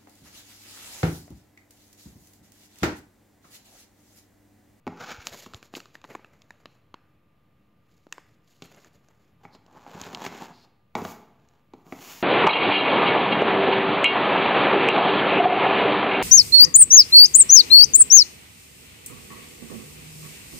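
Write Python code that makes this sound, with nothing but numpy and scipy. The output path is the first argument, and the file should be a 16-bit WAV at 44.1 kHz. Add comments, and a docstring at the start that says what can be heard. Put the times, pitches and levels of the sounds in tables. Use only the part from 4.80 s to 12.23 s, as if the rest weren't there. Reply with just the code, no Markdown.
"""Unboxing on a stone floor, close to a phone: after a knock, a foil pouch slides off a cardboard lid (grainy noise).
Held up, it snaps and crinkles as it flexes: bright cracks, a few cycles of ringing panel, small pitched ticks.
A handheld microphone is pulled from its moulded plastic tray (coarser grains that set tray and box humming).
The box drops back, is nudged and scrapes along: struck modes of walls and tray, then rubbing noise.
Throughout, a small hard room answers with decaying noise, over a low rumble and a thin whine."""
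import sys
import numpy as np
from scipy import signal
from scipy.fft import rfft, irfft, next_fast_len
from scipy.io import wavfile
from scipy.ndimage import map_coordinates

SR = 44100
rng = np.random.default_rng(int(sys.argv[2]) if len(sys.argv) > 2 else 0)


def inscribe(sig):
    """Save sig as 16-bit PCM at rate SR to the path in sys.argv[1].

    A 1-D sig is mono; a 2-D sig holds one channel per row.
    Samples are clipped to [-1, 1] before scaling.
    """
    pcm = np.round(np.clip(np.atleast_2d(sig).T, -1, 1) * 32767)
    wavfile.write(sys.argv[1], SR, pcm.astype(np.int16))


N = 327513  # samples
TOP_HZ = 15700  # upper band limit


def amp(db):
    """Decibels to gain."""
    return 10 ** (np.asarray(db) / 20)


def unit(x):
    """Scale to rms 1."""
    return x / np.sqrt(np.mean(x ** 2) + 1e-20)


def burst(x):
    """Scale to rms 1 over the first 10 ms."""
    return x / np.sqrt(np.mean(x[:SR // 100] ** 2) + 1e-20)


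def along(points, hz):
    """Interpolate (Hz, value) points on a log frequency axis."""
    f, v = np.transpose(points)
    return np.interp(np.log(hz + 1), np.log(f + 1), v)


def wobble(knots_per_s):
    """Smooth random curve through Gaussian knots."""
    knots = rng.standard_normal(int(N * knots_per_s / SR) + 4)
    return map_coordinates(knots, [np.arange(N) * knots_per_s / SR])


def coloured(x, gain):
    """Causal minimum-phase filter of magnitude gain(Hz), by folding the cepstrum."""
    m = 2 * next_fast_len(len(x) // 2 + 4096)
    magnitude = np.maximum(gain(np.fft.rfftfreq(m, 1 / SR)), 1e-6)
    cepstrum = irfft(np.log(magnitude), m)
    cepstrum[1:m // 2] *= 2
    cepstrum[m // 2 + 1:] = 0
    response = np.exp(rfft(cepstrum, m))
    return irfft(rfft(x, m) * response, m)[:len(x)]


def high_pass(x, hz):
    """Second-order bass cut."""
    return signal.sosfilt(signal.butter(2, hz, "high", fs=SR, output="sos"), x)


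def add(track, s, sound):
    """Mix a sound into a track at time s."""
    part = track[max(round(s * SR), 0):][:len(sound)]
    part += sound[:len(part)]


def ring(modes, t, scatter_db):
    """Damped modes (Hz, dB, t60 s); every strike draws new strengths and signs."""
    hz, db, t60 = np.transpose(modes)[:, :, None]
    chance = rng.standard_normal((2, len(modes), 1))
    size = np.sign(chance[0]) * amp(db + scatter_db * chance[1])
    decay = np.exp(-np.log(1000) * t / t60)
    return burst(np.sum(size * decay * np.sin(2 * np.pi * hz * t), axis=0))


# Spectrum of a contact crack. Each row: frequency in Hz, relative level in dB.
CRACK = [(1200, -43.5), (2600, 4), (4300, 2.5), (5600, 0.5), (7000, 2), (10000, -22), (15000, -23.5)]


def crack(t, t60, sharp_db, spike=4.8):
    """Bright spit of a contact, spike plus noise puff; a harder edge keeps more of the highest treble."""
    puff = rng.standard_normal(len(t)) * np.exp(-np.log(1000) * t / t60)
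    puff[0] = spike
    edge = [(4000, 0.013), (7000, sharp_db)]  # Hz, dB
    return burst(coloured(puff, lambda hz: amp(along(CRACK, hz) + along(edge, hz))))


# Creases of foil and plastic snapping over.
# Each row: start in seconds, panel level in dB, panel pitch in Hz, crack level in dB, sharpness in dB.
SNAPS = [(.47, -37.5, 1290, -32, 2), (.7363, -43.5, 1310, -48.5, -3), (0.7453, -49, 760, -43, -7.5),
         (0.828, -50, 1090, -53, -2.5), (.939, -41, 760, -50.5, -15), (0.9517, -48.5, 2110, -38, -12),
         (0.9574, -49, 2160, -56, -8), (0.9683, -42, 530, -49.5, 7.5), (0.9796, -48.5, 650, -78, -10),
         (1.0031, -48.5, 1290, -49.5, -1), (1.057, -53, 1200, -58, -8.5), (1.1538, -43, 1810, -58, -8),
         (1.216, -63, 1130, -61.5, -3), (1.2416, -45, 1080, -52.5, -8.5), (1.2482, -47, 900, -64, -12),
         (1.351, -36.5, 1016, -56.5, -3.5), (1.3535, -39, 820, -56, 5), (1.3948, -55, 840, -84, -4),
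         (1.4461, -49, 1230, -66, 1), (1.6194, -63, 2230, -58, -1.5), (1.7066, -43.5, 1770, -59.5, 4),
         (1.857, -44, 1170, -46.5, -21), (2.1421, -41.5, 1010, -50, -15), (3.2684, -54, 587, -73, -4),
         (3.3255, -36.5, 1820, -39, 10), (3.3815, -43.5, 1050, -58.5, 1), (3.9466, -60, 785, -61, 7),
         (4.0463, -57.5, 1210, -59, 6), (4.286, -61.5, 700, -65.5, 7), (4.864, -62, 696, -65, -4),
         (4.9276, -65, 526, -71, 8), (5.2146, -43, 740, -39, 4), (5.237, -52, 845, -45.5, -24.5),
         (5.348, -42, 2210, -36, -8), (6.6876, -78, 2240, -67, 5)]
# Overtones of a snapping panel. Each row: ratio to its pitch, relative level in dB.
PANEL = [(.55, -9), (1, 0.5), (1.451, -7), (2.15, -9)]


def snaps(panel_t60_s=0.012, push_hz=330, low_cut_hz=170):
    """A crease flips: a crack, a few cycles of the panel beside it, a small push of air."""
    push_db, push_db_per_octave = -7, -15.5  # push re panel at 1 kHz; smaller, higher panels push less
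    out, t = np.zeros(N), np.arange(SR // 20) / SR
    for s, panel_db, hz, crack_db, sharp_db in SNAPS:
        modes = [(hz * ratio, db, panel_t60_s) for ratio, db in PANEL]
        air_db = panel_db + push_db + push_db_per_octave * np.log2(hz / 1000)
        add(out, s, amp(panel_db) * ring(modes, t, scatter_db=4.0))
        add(out, s, amp(air_db) * ring([(push_hz, 0, .012)], t, scatter_db=0))
        add(out, s, amp(crack_db) * crack(t, t60=0.012, sharp_db=sharp_db))
    return high_pass(out, low_cut_hz)  # small things radiate little bass


def swell(strokes, rise_db_per_s, fall_db_per_s, slow_stroke_s=0.13):
    """Each stroke rises, holds and dies away; one gain curve per level column."""
    now = np.arange(N) / SR
    power = np.zeros((len(strokes[0]) - 2, N))
    for s, held_s, *levels_db in strokes:
        rise = rise_db_per_s / (1 + held_s / slow_stroke_s)  # half the pace when held slow_stroke_s
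        away_db = rise * np.maximum(s - now, 0) + fall_db_per_s * np.maximum(now - s - held_s, 0)
        heard = away_db < 60
        power[:, heard] += amp(np.array(levels_db)[:, None] - away_db[heard]) ** 2
    return np.sqrt(power)


def rub(gains, spectrum, catches_per_s, smooth, judder_db, stutter_db, split_hz=2000):
    """Friction: tiny catches of uneven size on a smooth hiss, juddering with the hand."""
    body_gain, hiss_gain = gains
    grains = (rng.random(N) < catches_per_s / SR) * rng.standard_normal(N)
    force = unit(grains) + smooth * rng.standard_normal(N)
    force = force * amp(judder_db * wobble(90))

    def low_share(hz):
        return 1 / (1 + (hz / split_hz) ** 6)

    low = unit(coloured(force, lambda hz: amp(along(spectrum, hz)) * np.sqrt(low_share(hz))))
    high = unit(coloured(force, lambda hz: amp(along(spectrum, hz)) * np.sqrt(1 - low_share(hz))))
    # the grip keeps shifting, separately in each band
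    low = unit(low * amp(stutter_db * wobble(35)))
    high = unit(high * amp(stutter_db * wobble(35)))
    return low * body_gain + high * hiss_gain


def crinkle(gains, per_s, crinkle_db, centre_hz=3800, spread=0.53, size_db=4, cycles=5):
    """Little creases give way at random, each with its own pitch, as strongly as the sheet is rubbed."""
    _, hiss_gain = gains
    out, t = np.zeros(N), np.arange(SR // 100) / SR
    starts = np.flatnonzero((rng.random(N) < per_s / SR) & (hiss_gain > 0))
    chances = np.clip(rng.standard_normal((len(starts), 2)), -2, 2)
    for at, (pitch, size) in zip(starts, chances):
        hz = min(centre_hz * np.exp(spread * pitch), TOP_HZ)
        tick = np.sin(2 * np.pi * hz * t) * np.exp(-2 * hz * t / cycles)
        add(out, at / SR, hiss_gain[at] * amp(crinkle_db + size_db * size) * tick)
    return out


# Colour of rubbed foil. Each row: frequency in Hz, relative density in dB per Hz.
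POUCH = [(59, -55.5), (100, 1), (530, 3), (1160, -5), (1840, -3), (2180, 0.5), (2320, -1.5), (3120, -1),
         (3390, -2), (4660, 0), (5630, -4), (6950, -1), (9150, -16.5), (11500, -14), (15500, -20.5)]
# Pouch strokes. Each row: full speed reached in seconds, hold in seconds, body level in dB, hiss level in dB.
POUCH_STROKES = [(.465, 0.027, -46.5, -48.5), (.532, 0.016, -43, -46), (.575, 0.07, -52, -49.5),
                 (.72, 0.061, -58.5, -62.5), (.835, 0.026, -59, -62), (.96, .012, -44.5, -47),
                 (1.148, .008, -59, -63), (1.24, 0.006, -58, -66), (1.295, .045, -53, -59),
                 (1.42, .56, -69, -76.5), (3.1, 0.45, -83, -77.5), (3.335, 0.064, -62, -71),
                 (3.68, 0.22, -73, -70), (3.84, 0.023, -56, -59.5), (3.92, 0.16, -59, -64),
                 (4.13, 0.038, -63, -70), (4.24, 0.26, -71, -78)]


def pouch_slide():
    """Foil friction, fine-grained, and the crinkles it sets off; returns both."""
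    gains = swell(POUCH_STROKES, rise_db_per_s=850, fall_db_per_s=540)
    friction = rub(gains, POUCH, catches_per_s=2000, smooth=0.65, judder_db=2.54, stutter_db=1.9)
    return friction, crinkle(gains, per_s=180, crinkle_db=7.5)


# Colour of the rubbed lid. Each row: frequency in Hz, relative density in dB per Hz.
LID = [(59, -51), (100, -14.5), (264, -6.5), (403, -15), (497, 2), (541, -12.5), (774, -4.5), (1110, -8.5),
       (1460, 1), (1920, -17.5), (2270, -12), (2870, -19.5), (6810, -24.5), (8770, -45.5), (15500, -45)]
# Lid strokes. Each row: full speed reached in seconds, hold in seconds, body level in dB, hiss level in dB.
LID_STROKES = [(.115, .05, -59, -62.5), (.212, 0.022, -40.5, -44.5), (.285, 0.033, -38.5, -40),
               (.41, .02, -57, -50.5)]


def lid_slide():
    """Friction on the cardboard lid, with weak crinkles; returns both."""
    gains = swell(LID_STROKES, rise_db_per_s=500, fall_db_per_s=280)
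    friction = rub(gains, LID, catches_per_s=1200, smooth=1.0, judder_db=2.5, stutter_db=0.45)
    return friction, crinkle(gains, per_s=180, crinkle_db=-1.5)


# Colour of the rubbed tray. Each row: frequency in Hz, relative density in dB per Hz.
TRAY = [(59, -25), (100, -10), (188, 2), (589, 0.5), (682, 3), (898, 5.5), (1230, -4), (1660, -4.5),
        (2040, -13.5), (2630, -14.5), (5400, -23), (6950, -22), (9740, -40.5), (12800, -37.5),
        (15500, -40.5)]
# Tray strokes. Each row: full speed reached in seconds, hold in seconds, body level in dB, hiss level in dB.
TRAY_STROKES = [(4.64, 0.046, -62, -67.5), (4.75, 0.0038, -56.5, -84), (4.95, 0.21, -55, -62.5),
                (5.17, 0.24, -46, -50.5), (5.24, 0.01, -48, -42.5), (5.45, 0.009, -41, -38.5),
                (5.53, 0.098, -46.5, -48), (5.61, 0.028, -45.5, -48), (5.68, 0.03, -51.5, -59.5),
                (5.77, 0.077, -64.5, -70.5), (6.6, 0.2, -71.5, -75.5)]


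def tray_pull():
    """Coarse plastic friction as the microphone leaves its tray, with crinkles; returns both."""
    gains = swell(TRAY_STROKES, rise_db_per_s=470, fall_db_per_s=380)
    friction = rub(gains, TRAY, catches_per_s=600, smooth=0.89, judder_db=2.0, stutter_db=1.5)
    return friction, crinkle(gains, per_s=95, crinkle_db=2)


# Fingers on the smooth handle. Each row: full speed reached in seconds, hold in seconds, level in dB.
GLIDES = [(4.735, 0.022, -60.5), (5.74, 0.11, -62.5)]


def glide(centre_hz=4300, width=0.19):
    """Skin on smooth plastic: a narrow, airy swish."""
    noise = rng.standard_normal(N)
    swish = unit(coloured(noise, lambda hz: 1 / (1 + (np.log((hz + 1) / centre_hz) / width) ** 2)))
    return swish * swell(GLIDES, rise_db_per_s=770, fall_db_per_s=1800)[0]


# Blows on box and tray, levels before the trims below.
# Each row: start in seconds, thud level in dB, clack level in dB, crack level in dB.
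KNOCKS = [(0.0681, -29, -36.5, -58), (0.0762, -31, -33.5, -50), (0.6623, -42.5, -47, -53),
          (3.8216, -40.5, -43, -44), (4.6521, -47, -44.5, -78.5), (4.7499, -51, -54, -57.5),
          (5.0653, -53, -45.5, -74), (5.1483, -39, -53, -55), (5.2646, -37, -54, -65),
          (5.334, -39, -54, -68), (5.4219, -50, -47, -49), (5.4643, -33.5, -30.5, -39),
          (5.5463, -49, -50, -51), (6.1526, -28.5, -25, -39), (6.1656, -31, -30.5, -58),
          (6.218, -29.5, -45, -51), (6.2504, -31.5, -28.5, -43), (6.9362, -40.5, -46, -59.5),
          (7.066, -48.5, -60, -68), (7.1241, -33, -35.5, -55.5), (7.189, -55, -50, -61)]
# Modes of the cardboard walls. Each row: frequency in Hz, relative level in dB, t60 in seconds.
WALLS = [(92, -8.5, 0.12), (169, -6, 0.17), (176, 4, 0.051), (249, 4, 0.059), (300.4, -11, 0.11),
         (377.2, 0, 0.066), (426.3, -6, 0.13), (497.6, -3.5, 0.065)]
# Modes of the tray. 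Each row: frequency in Hz, relative level in dB, t60 in seconds.
SHELL = [(625, -3, 0.081), (730, -2.5, 0.035), (759.5, -7, 0.073), (831, 3.5, 0.049), (936, -3, 0.01),
         (1162, 7.5, 0.014), (1337, -7.5, 0.078), (1458, -4.5, 0.035), (1900, -10, .05),
         (2257, -9.5, 0.035)]


def knocks(thud_db=-1, clack_db=-3, shell_db=-4, crack_db=-1, low_cut_hz=95):
    """A blow rings the cardboard walls, the whole tray and, briefly, the spot that is hit."""
    spot_hz, spot_spread = 821, .08  # pitch of the spot, and its log scatter from blow to blow
    out, t = np.zeros(N), np.arange(SR // 5) / SR
    give = 1 - np.exp(-t / 0.00027)  # the soft walls take a moment to get moving
    for s, thud, clack, spit in KNOCKS:
        hz = spot_hz * np.exp(spot_spread * rng.standard_normal())
        spot = [(hz, 0, .018), (hz * 2.6, -7, .008)]
        add(out, s, amp(thud + thud_db) * give * ring(WALLS, t, scatter_db=2.0))
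        add(out, s, amp(clack + shell_db) * ring(SHELL, t, scatter_db=3.0))
        add(out, s, amp(clack + clack_db) * ring(spot, t, scatter_db=3.5))
        add(out, s, amp(spit + crack_db) * crack(t, t60=0.028, sharp_db=-5.5))
    return high_pass(out, low_cut_hz)  # small things radiate little bass


# Colour of the scraping box. Each row: frequency in Hz, relative density in dB per Hz.
BOX = [(59, -28), (100, -9), (173, -4), (287, -2), (420, -3.5), (541, -8), (697, -0.5), (977, -2),
       (2000, -15), (2630, -14), (3850, -20.5), (6810, -17), (8770, -28.5), (14500, -28.5), (15500, -28)]
# Box strokes. Each row: full speed reached in seconds, hold in seconds, body level in dB, hiss level in dB.
BOX_STROKES = [(6.178, 0.0088, -36, -49.5), (6.24, .075, -48, -49), (6.96, 0.063, -66.5, -79),
               (7.06, .04, -59, -65.5), (7.122, 0.12, -55, -56), (7.22, .2, -56.5, -48),
               (7.28, 0.055, -54.5, -47.5)]


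def box_scrape():
    """Dense, even friction of the box on the floor."""
    gains = swell(BOX_STROKES, rise_db_per_s=1150, fall_db_per_s=260)
    return rub(gains, BOX, catches_per_s=3000, smooth=1.0, judder_db=0.7, stutter_db=0.9)


def resonate(x, modes):
    """What the modes (Hz, dB, t60 s) sing when x drives them."""
    out = np.zeros(N)
    for hz, db, t60 in modes:
        width_hz = np.log(1000) / (np.pi * t60)
        out += amp(db) * signal.lfilter(*signal.iirpeak(hz, hz / width_hz, SR), x)
    return out


def hum(scrape, walls_db=-6.5, shell_db=-13.5):
    """Scraping drives the modes of walls and tray."""
    return amp(walls_db) * resonate(scrape, WALLS) + amp(shell_db) * resonate(scrape, SHELL)


# Soft handling bumps. Each row: centre in seconds, envelope peak in dB, frequency in Hz.
BUMPS = [(.340, -52, 75), (.390, -38.5, 80), (.521, -45.5, 78), (0.751, -37.5, 95), (5.151, -44.5, 95),
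         (5.225, -44.5, 88)]


def bumps(half_width_s=0.0045):
    """A cycle or two of low pressure from the hands, under a Gaussian envelope."""
    out, now = np.zeros(N), np.arange(N) / SR
    for s, db, hz in BUMPS:
        t = now - s
        out += amp(db) * np.sin(2 * np.pi * hz * t) * np.exp(-(t / half_width_s) ** 2 / 2)
    return out


# Room decay. Each row: frequency in Hz, t60 in seconds.
ROOM = [(150, 0.84), (800, 0.74), (2500, 0.75), (7000, 0.51), (14000, 0.53)]


def room(x, build_up_s=0.01):
    """Diffuse answer of the walls: a fresh noise tail, each frequency dying at its own speed."""
    hz, t, z = signal.stft(rng.standard_normal(SR), SR, nperseg=256)
    decay = np.exp(-np.log(1000) * t / along(ROOM, hz)[:, None])
    tail = signal.istft(z * decay, SR, nperseg=256)[1]
    tail = tail * np.clip(np.arange(len(tail)) / SR / build_up_s, 0, 1) ** 2
    return signal.fftconvolve(x, tail / np.linalg.norm(tail))[:N]


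# Colour of the room rumble. Each row: frequency in Hz, relative density in dB per Hz.
RUMBLE = [(15, -52.5), (25, -21), (37, -28.5), (69, -8.5), (133, -5.5), (160, -9), (221, -11), (260, -18),
          (305, -11.5), (349, -20.5), (445, -19), (919, -27.5), (1170, -25), (1400, -30), (2600, -31),
          (6000, -47.5), (15500, -52.5)]


def background(rumble_db=-64, whine_db=-80, whine_hz=1200):
    """Room noise, its level wavering slightly, with a thin electrical whine."""
    noise = unit(coloured(rng.standard_normal(N), lambda hz: amp(along(RUMBLE, hz))))
    whine = np.sqrt(2) * np.sin(2 * np.pi * whine_hz * np.arange(N) / SR)
    return amp(rumble_db + 0.92 * wobble(7)) * noise + amp(whine_db) * whine


# Colour of the channel hiss. Each row: frequency in Hz, relative density in dB per Hz.
SELF_NOISE = [(24, -45.5), (40, -16.5), (160, -1.5), (466, 0.5), (514, -0.5), (2520, -12), (6460, -29.5),
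              (15000, -26)]


def stereo(mid, hiss_db=-78):
    """Both channels carry the same scene; a faint steady hiss enters them in opposite polarity."""
    hiss = unit(coloured(rng.standard_normal(N), lambda hz: amp(along(SELF_NOISE, hz))))
    side = amp(hiss_db) * hiss
    return np.array([mid + side, mid - side])


def scene():
    """Mix the sources; blows stir the room most, snaps and crinkles least."""
    pouch, pouch_creases = pouch_slide()
    lid, lid_creases = lid_slide()
    tray, tray_creases = tray_pull()
    box = box_scrape()
    rubs = pouch + lid + tray + box + hum(tray + box) + glide()
    creases = pouch_creases + tray_creases + lid_creases
    near, blows = snaps() + creases, knocks()
    spread = snaps(panel_t60_s=0.004) + creases  # heard from all sides, a snap has little pitch
    # each place in the room has its own echo
    echo = room(amp(-11.5) * rubs) + room(amp(-17) * spread) + room(amp(-8.5) * blows)
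    return stereo(rubs + near + blows + bumps() + echo + background())


# Response of the phone's sound port. Each row: frequency in Hz, gain in dB.
PORT = [(5500, -1), (6300, -1), (7000, 2), (7700, -2.5), (8600, -5), (10000, -0.5), (12000, 5), (15500, 6)]


def record(dry, low_cut_hz=45, offset=-0.00047):
    """A resonant sound port, a bass cut, a steep band limit and a small steady offset."""
    heard = np.array([coloured(channel, lambda hz: amp(along(PORT, hz))) for channel in dry])
    heard = high_pass(heard, low_cut_hz)
    m = next_fast_len(N + SR // 2)
    passed = np.fft.rfftfreq(m, 1 / SR) < TOP_HZ
    return irfft(rfft(heard, m) * passed, m)[:, :N] + offset


dry = scene()
out = record(dry)
inscribe(out)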